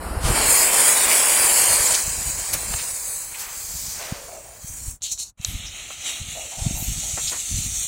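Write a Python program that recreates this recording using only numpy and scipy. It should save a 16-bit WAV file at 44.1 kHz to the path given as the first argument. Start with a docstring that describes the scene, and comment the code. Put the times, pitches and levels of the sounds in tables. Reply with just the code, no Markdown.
"""A butane torch blows and lights a smoke ball's fuse, which fizzes and fades as the microphone backs away.
The burning powder sputters and pops; gas spurts from the vent, surges and settles into a steady hiss.
Shoes scuff grit on the concrete path, and the treble of the hiss shimmers. A breeze buffets the single
microphone, a hollow rush comes and goes, and the whole sound dips briefly twice around the first spurts."""
import sys
import numpy as np
from scipy import signal
from scipy.fft import rfft, irfft, next_fast_len
from scipy.io import wavfile
from scipy.ndimage import uniform_filter1d, map_coordinates

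SR = 44100
rng = np.random.default_rng(int(sys.argv[2]) if len(sys.argv) > 2 else 0)


def pcm_store(signal):
    """Save signal as 16-bit PCM."""
    levels = np.round(np.clip(np.atleast_2d(signal), -1, 1) * 32767)
    wavfile.write(sys.argv[1], SR, levels.astype(np.int16).T)


N = 347067
N_FFT = next_fast_len(N, True)
TIME_S = np.arange(N) / SR
BINS_HZ = np.maximum(np.fft.rfftfreq(N_FFT, 1 / SR), 1)
CUTOFF_HZ = 15820

# spectrum of the torch flame and the outdoor hush: f/Hz, level/dB
BLOW_COLOUR = [(150, -6), (700, -3.5), (1300, -6), (2200, -17), (3400, -25.5), (4700, -22), (6100, -31),
               (9400, -17.5), (13000, -28.5), (16000, -42)]


def from_db(db):
    """Decibels to gain."""
    return 10 ** (np.asarray(db) / 20)


def unit_rms(x):
    """Scale to unit power."""
    return x / np.sqrt(np.mean(x ** 2) + 1e-20)


def envelope(start_s, length_s, attack_s, release_s):
    """Linear rise, hold until the length is up, exponential fall."""
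    age_s = TIME_S - start_s
    return np.clip(age_s / attack_s, 0, 1) * np.exp(-np.maximum(age_s - length_s, 0) / release_s)


def swells(rows, attack_s, release_s):
    """Summed gain of events that share an attack and release."""
    return sum(from_db(db) * envelope(t_s, length_s, attack_s, release_s) for t_s, length_s, db in rows)


def drift(rate_hz, hop=40):
    """Smooth random wander, unit spread."""
    pole = np.exp(-2 * np.pi * hop * rate_hz / SR)
    slow = signal.lfilter([1], [1, -2 * pole, pole * pole], rng.standard_normal(N // hop + 2002))[2000:]
    return np.interp(np.arange(N) / hop, np.arange(len(slow)), unit_rms(slow))


def coloured(x, colour):
    """Impose a spectrum that falls 36 dB/octave past its ends; unit power."""
    hz, db = np.transpose(colour)
    octaves_out = np.abs(np.log2(BINS_HZ / np.clip(BINS_HZ, hz[0], hz[-1])))
    shape = from_db(np.interp(np.log(BINS_HZ), np.log(hz), db) - 36 * octaves_out)
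    return unit_rms(irfft(rfft(x, N_FFT) * shape)[:N])


def turbulence(patchy_db, eddy_hz, count=14):
    """Gas noise whose bands swell and sink independently as eddies come and go."""
    white = rfft(rng.standard_normal(N_FFT))
    band_index = (count * np.sqrt(BINS_HZ / CUTOFF_HZ)).astype(int)
    bands = (irfft(white * (band_index == k))[:N] for k in range(count))
    return unit_rms(sum(band * from_db(patchy_db * drift(eddy_hz)) for band in bands))


def grains(per_s, spread_db):
    """Tiny cracks at random moments; a spread makes a few stand out."""
    sizes = from_db(spread_db * np.minimum(rng.exponential(1, N), 5)) * rng.choice([-1, 1], N)
    return unit_rms(sizes * (rng.random(N) < per_s / SR))


def bursts(rows, source, rise_share, symmetric_s=0.26):
    """Band-passed swells of a source; short ones start abruptly, long ones are nearly symmetric."""
    out = np.zeros(N)
    for peak_s, half_s, db, low_hz, high_hz in rows:
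        bandpass = signal.butter(2, [low_hz, min(high_hz, CUTOFF_HZ)], "band", fs=SR, output="sos")
        band = unit_rms(signal.sosfilt(bandpass, source))
        rise_s = half_s * np.clip(half_s / symmetric_s, rise_share, 1)
        offset = (TIME_S - peak_s) / np.where(TIME_S < peak_s, rise_s, half_s)
        out += from_db(db) * band / np.cosh(np.clip(offset * np.arccosh(2), -20, 20))
    return out


def torch():
    """A steady flame flares on the fuse and is swung away."""
    burns = [(-.03, 0.3, -33), (.235, 0.16, -28)]  # t/s, length/s, level/dB
    return swells(burns, attack_s=0.056, release_s=0.12) * coloured(rng.standard_normal(N), BLOW_COLOUR)


def wind(calm_db=-47.5, sag_db_per_s=1.0, lumpy_db=4.0):
    """Gusts rumble on the microphone over a dying breeze; each large eddy is one pressure swing."""
    gusts = [(-.03, 0.47, -33), (.2, 0.067, -30), (1.68, 0.15, -41.5), (2.03, 0.28, -39), (2.49, 0.24, -40),
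             (3.68, 0.26, -47), (4.68, 0.2, -42.5), (5.46, 0.1, -33), (6.2, 0.046, -37),
             (6.57, 0.38, -33.5), (7.04, 0.22, -41.5), (7.49, 0.19, -30.5)]  # t/s, length/s, level/dB
    rumble_colour = [(40, 3.5), (90, -4.5), (170, -13), (300, -23.5)]  # f/Hz, level/dB
    eddies = [(0.175, -18, 55.3), (0.263, -15.5, 84), (.287, -20, 177.4), (.306, -14, 109), (2.08, -25, 89),
              (2.548, -22.5, 69.6), (2.748, -24, 66), (4.125, -18.5, 123), (4.647, -30.5, 99),
              (4.885, -22, 60), (5.402, -29, 90), (5.49, -24, 54.6), (5.555, -20.5, 55),
              (6.624, -16.5, 65.4), (6.668, -12.5, 108), (6.711, -19.5, 144), (6.827, -24.5, 145),
              (6.92, -23, 71.4), (7.514, -28, 110), (7.546, -19, 62), (7.589, -20, 97)]  # t/s, peak/dB, f/Hz
    strength = from_db(calm_db - sag_db_per_s * TIME_S) + swells(gusts, attack_s=0.02, release_s=0.085)
    rumble = coloured(rng.standard_normal(N), rumble_colour)
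    out = strength * unit_rms(rumble * from_db(lumpy_db * drift(30)))
    for t_s, db, hz in eddies:
        swing = 2 * np.pi * hz * (TIME_S - t_s)
        out += from_db(db) * swing * np.exp((1 - np.minimum(swing ** 2, 100)) / 2)
    return out


def fuse_gain(at_1m_db, loss_db_per_decade, vigour_share, attack_s):
    """One part of the fuse's sound builds after lighting, follows the burn and fades with distance."""
    distance = [(.55, 0.34), (1.1, 0.31), (1.6, 0.36), (1.92, 0.42), (2.1, 0.84), (2.75, 0.94), (3.3, 1.82),
                (4.0, 1.71), (5.0, 2.88)]  # microphone to ball: t/s, distance/m
    vigour = [(.45, -0.5), (.52, 3), (1.08, -0.5), (1.6, 2), (2.6, -2.5), (3.16, 3), (3.32, -4),
              (3.92, -0.5), (4.148, -8.5), (4.588, -11), (4.68, -1.5), (4.92, 1)]  # burn strength, sagging as the flame enters the ball: t/s, level/dB
    loss_db = loss_db_per_decade * np.log10(np.interp(TIME_S, *np.transpose(distance)))
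    vigour_db = vigour_share * np.interp(TIME_S, *np.transpose(vigour))
    alight = envelope(start_s=0.195, length_s=4.72, attack_s=attack_s, release_s=0.024)
    return alight * from_db(at_1m_db - loss_db + vigour_db)


def fuse(flutter_db=0.73, crackle_db=-6, choke_db=-5.5, choke_s=0.021):
    """Powder grains flare unevenly in a gas jet: a roar, a sinking hiss from the wrapping, and sparks."""
    roar_colour = [(120, -13.5), (330, -4), (530, 2.5), (780, 1.5), (1020, 4), (1300, -1.5), (1740, 1.5),
                   (2020, 1), (2330, 4), (2850, -3.5), (4000, -2.5), (4750, 0), (5900, -12.5), (6800, -7)]  # f/Hz, level/dB
    hiss_colour = [(4300, -16.5), (5850, -13.5), (6280, -8.5), (7100, -4.5), (8300, -2.5), (9500, -5.5),
                   (11000, -10.5), (13000, -23)]  # before the pitch shift: f/Hz, level/dB
    fizz_colour = [(9000, -6), (11500, -12.5), (15500, -6.5)]  # f/Hz, level/dB
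    hiss_pitch = [(1.6, 8730), (2.1, 7715), (3.2, 8295), (3.85, 7204), (4.9, 7860)]  # where 8500 Hz is shifted to: t/s, f/Hz
    chokes = [0.702, 1.075, 3.475]  # the hiss catches on ash: t/s
    roar_gain = fuse_gain(at_1m_db=-38, loss_db_per_decade=29.5, vigour_share=0.24, attack_s=0.2046)
    hiss_gain = fuse_gain(at_1m_db=-28.5, loss_db_per_decade=20.5, vigour_share=1, attack_s=0.32)
    fizz_gain = fuse_gain(at_1m_db=-36.5, loss_db_per_decade=17, vigour_share=0.86, attack_s=0.4)
    flame = turbulence(patchy_db=1.0, eddy_hz=25) + from_db(crackle_db) * grains(2500, spread_db=3.5)
    speed = np.interp(TIME_S, *np.transpose(hiss_pitch)) / 8500
    hiss = map_coordinates(coloured(flame, hiss_colour), [np.cumsum(speed)], order=3, mode="wrap")
    sparks = coloured(flame + grains(per_s=2900, spread_db=3.5), fizz_colour)
    choke = from_db(choke_db * sum(np.exp(-((TIME_S - t_s) / choke_s) ** 2) for t_s in chokes))
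    burn = roar_gain * coloured(flame, roar_colour) + choke * hiss_gain * hiss + fizz_gain * sparks
    return burn * from_db(flutter_db * drift(26))


def sputters():
    """The powder spits bright noise, first as the fuse catches."""
    spits = [(0.258, 0.049, -28, 2000, 9500), (1.945, 0.015, -22, 2900, 8150),
             (2.536, 0.0086, -17, 4430, 14800), (2.793, 0.028, -32, 1770, 5600),
             (3.4, 0.04, -31, 4500, 13700), (3.75, 0.24, -37.5, 9800, 15500),
             (3.87, 0.25, -37.5, 4300, 6900), (5.05, 0.035, -34.5, 2830, 4530),
             (5.475, 0.068, -37.5, 5540, 13700), (5.669, 0.023, -36, 5200, 6260),
             (6.8, 0.085, -33.5, 10800, 15500), (7.279, 0.018, -27, 3440, 5600)]  # t/s, half length/s, level/dB, low/Hz, high/Hz
    return bursts(spits, rng.standard_normal(N), rise_share=0.38)


def pops(snap_hz=6400, snap_s=0.00024, sag_hz_per_s=1.4e6, crack_db=-30, ring_delay_s=0.00149):
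    """A plug of ash blows out with a thin snap that falls in pitch, then the vent rings."""
    blowouts = [(1.952, -7), (5.0205, -20.5), (5.177, -24), (5.2002, -19.5), (5.414, -29), (5.448, -4.5),
                (7.298, -16)]  # t/s, level/dB
    vent_modes = [(4240, -13.5, 0.017), (3840, -16, 0.025), (7600, -13, 0.006)]  # f/Hz, level re snap/dB, t60/s
    age_s = TIME_S[:SR // 10] - 2 * snap_s
    phase = 2 * np.pi * age_s * (snap_hz - sag_hz_per_s * age_s / 2)
    crack = from_db(crack_db) * rng.standard_normal(len(age_s))
    snap = np.exp(-(age_s / snap_s) ** 2 / 2) * (np.sin(phase) + crack)
    ring_s = np.maximum(age_s - ring_delay_s, 0)
    ring = sum(from_db(db - 60 * ring_s / t60_s) * np.sin(2 * np.pi * hz * ring_s)
               for hz, db, t60_s in vent_modes)
    out = np.zeros(N)
    for t_s, db in blowouts:
        start = round((t_s + age_s[0]) * SR)
        out[start:start + len(age_s)] += from_db(db) * (snap + ring)
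    return out


def scuffs():
    """Grit crunches between soles and concrete."""
    scrapes = [(2.538, 0.022, -29, 198, 2860), (2.632, 0.0023, -31, 350, 1200),
               (2.739, 0.0037, -25, 385, 2370), (3.347, 0.011, -35.5, 1920, 2750),
               (3.42, 0.14, -39.5, 665, 2750), (4.04, 0.13, -37, 400, 2930),
               (5.906, 0.0054, -37.5, 497, 1420), (7.178, 0.017, -33, 280, 2100),
               (7.328, 0.031, -33.5, 250, 2420)]  # t/s, half length/s, level/dB, low/Hz, high/Hz
    return bursts(scrapes, grains(per_s=18000, spread_db=3.5), rise_share=0.32)


def hollow_rush(width_hz=65, sag_hz_per_s=600, octave_db=-13):
    """Rough noise in one low resonance with wide skirts and a faint octave; each rush sinks in pitch."""
    rushes = [(3.991, 0.23, -45.5, 677), (4.271, 0.11, -42, 691), (4.437, .11, -49, 725),
              (6.347, 0.07, -41, 685), (6.51, 0.028, -44, 780), (6.58, 0.11, -44, 756),
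              (6.747, 0.052, -44, 795), (7.018, 0.026, -44.5, 720)]  # t/s, length/s, level/dB, starting f/Hz
    skirts = signal.sosfilt(signal.butter(1, width_hz, fs=SR, output="sos"), rng.standard_normal((2, N)))
    waver = unit_rms(signal.sosfilt(signal.butter(2, 300, fs=SR, output="sos"), skirts))
    out = np.zeros(N)
    for t_s, length_s, db, hz in rushes:
        age_s = TIME_S - t_s
        phase = 2 * np.pi * age_s * (hz - sag_hz_per_s * age_s / 2)
        octave = from_db(octave_db) * np.sin(2 * phase)
        rush = waver[0] * np.cos(phase) + waver[1] * (np.sin(phase) + octave)
        out += from_db(db) * envelope(t_s, length_s, attack_s=0.012, release_s=0.061) * rush
    return out


def vent_spurts(gas, leak_db=-44, leak_s=0.281, attack_s=0.015, release_s=0.0088):
    """Gas spurts through the half-blocked vent and seeps out in between."""
    spurts = [(5.021, 0.045, -28.5), (5.074, 0.039, -35), (5.108, 0.019, -24), (5.18, 0.052, -29.5)]  # t/s, length/s, level/dB
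    spurt_colour = [(200, -33), (700, -25), (1600, -37), (2600, -18), (3400, -19.5), (4200, -1.5),
                    (4900, -4), (6900, 2), (9000, -10), (16000, -25)]  # f/Hz, level/dB
    leak = from_db(leak_db) * envelope(spurts[0][0], leak_s, attack_s, release_s)
    return (leak + swells(spurts, attack_s, release_s)) * coloured(gas, spurt_colour)


def smoke_jet(gas, start_s=5.345, attack_s=0.12):
    """The jet sounds the shell's cavity; that rush sinks while the vent burns clear and its hiss grows."""
    shell_colour = [(250, -8.5), (440, -16.5), (720, -7), (1030, -16.5), (1270, -7.5), (1590, -13),
                    (2150, -2.5), (2800, 0.5), (3250, -2.5), (3850, 0.5), (4400, -10.5), (5000, -24)]  # f/Hz, level/dB
    vent_colour = [(5000, -6.5), (5500, -8.5), (6400, -3), (7000, -1.5), (8200, -6.5), (9700, -12),
                   (11000, -19.5), (16000, -23)]  # f/Hz, level/dB
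    surge_s, surge_half_s, surge_db = 6.076, 0.053, 9  # the charge flares once
    shell_db, sag_db_per_s = -40, 0.83
    vent_db, growth_db, clear_s, clearing_s = -41.5, 13.5, 6.44, 0.29
    age_s = TIME_S - start_s
    surge = from_db(surge_db / (1 + ((TIME_S - surge_s) / surge_half_s) ** 2))
    flow = surge * np.clip(age_s / attack_s, 0, 1) ** 2
    cleared = (1 + np.tanh((TIME_S - clear_s) / (2 * clearing_s))) / 2
    shell = from_db(shell_db - sag_db_per_s * age_s) * coloured(gas, shell_colour)
    vent = from_db(vent_db + growth_db * cleared) * coloured(gas, vent_colour)
    return flow * (shell + vent)


def smoke_ball(flutter_db=1.3, crackle_db=-10):
    """Crackling gas from the charge leaves first in spurts, then as a jet."""
    gas = turbulence(patchy_db=0.6, eddy_hz=39) + from_db(crackle_db) * grains(2000, spread_db=0)
    return (vent_spurts(gas) + smoke_jet(gas)) * from_db(flutter_db * drift(12))


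def swishy_colour(x, hollows, depth_db, width_hz, shimmer_db, smooth_below_hz=2620):
    """Broad hollows drift through the hiss; a random ripple makes its treble shimmer."""
    echo_s, echo_sway_s, comb_db = 0.000978, 0.00002, 0.3  # faint comb from the echo off the concrete
    hz, frame_s, frames = signal.stft(x, SR, nperseg=1024)
    hz = hz[:, None]
    shimmer = rng.standard_normal(frames.shape)
    for _ in range(2):
        shimmer = uniform_filter1d(uniform_filter1d(shimmer, size=2, axis=0), size=7, axis=1)
    sway = np.interp(frame_s, TIME_S, drift(2))  # the hand holding the microphone
    comb = np.cos(2 * np.pi * hz * (echo_s + echo_sway_s * sway))
    gain_db = (comb_db * comb + shimmer_db * np.minimum(unit_rms(shimmer), 1)) * (hz > smooth_below_hz)
    for track in hollows:
        centre_hz = np.interp(frame_s, *np.transpose(track))
        gain_db += depth_db * (1 + np.abs(sway) / 2) * np.exp(-((hz - centre_hz) / width_hz) ** 2)
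    return signal.istft(frames * from_db(gain_db), SR, nperseg=1024)[1][:N]


def scene(hush_db=-64):
    """One microphone in open air, no reverberation, over a faint hush."""
    # bands where direct and reflected hiss cancel, moving with the microphone: t/s, f/Hz
    middle_hollow = [(0.1, 3500), (.9, 4160), (2.5, 3550), (3.1, 3200), (3.4, 3655)]
    upper_hollow = [(1.2, 6170), (2.3, 6040), (3.0, 5720), (4.6, 5140), (5.6, 4850), (6.9, 5020)]
    dips = [(4.963, 0.043, -17), (5.297, 0.075, -26)]  # brief drops of the whole sound: t/s, length/s, depth/dB
    fizzing = swishy_colour(torch() + fuse(), [middle_hollow, upper_hollow],
                            depth_db=-3.5, width_hz=410, shimmer_db=5.5)
    smoking = swishy_colour(smoke_ball(), [upper_hollow], depth_db=-9, width_hz=450, shimmer_db=4)
    mono = fizzing + smoking + sputters() + scuffs()
    hush = from_db(hush_db) * coloured(rng.standard_normal(N), BLOW_COLOUR)
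    mono += hush + pops() + wind() + hollow_rush()
    dip_db = sum(db * envelope(t_s, span_s, attack_s=0.04, release_s=0.0021) for t_s, span_s, db in dips)
    return np.array([mono * from_db(dip_db)] * 2)


def record(dry):
    """Steep low-pass on the top treble."""
    return signal.sosfilt(signal.ellip(12, 0.1, 80, CUTOFF_HZ, fs=SR, output="sos"), dry)


dry = scene()
out = record(dry)
pcm_store(out)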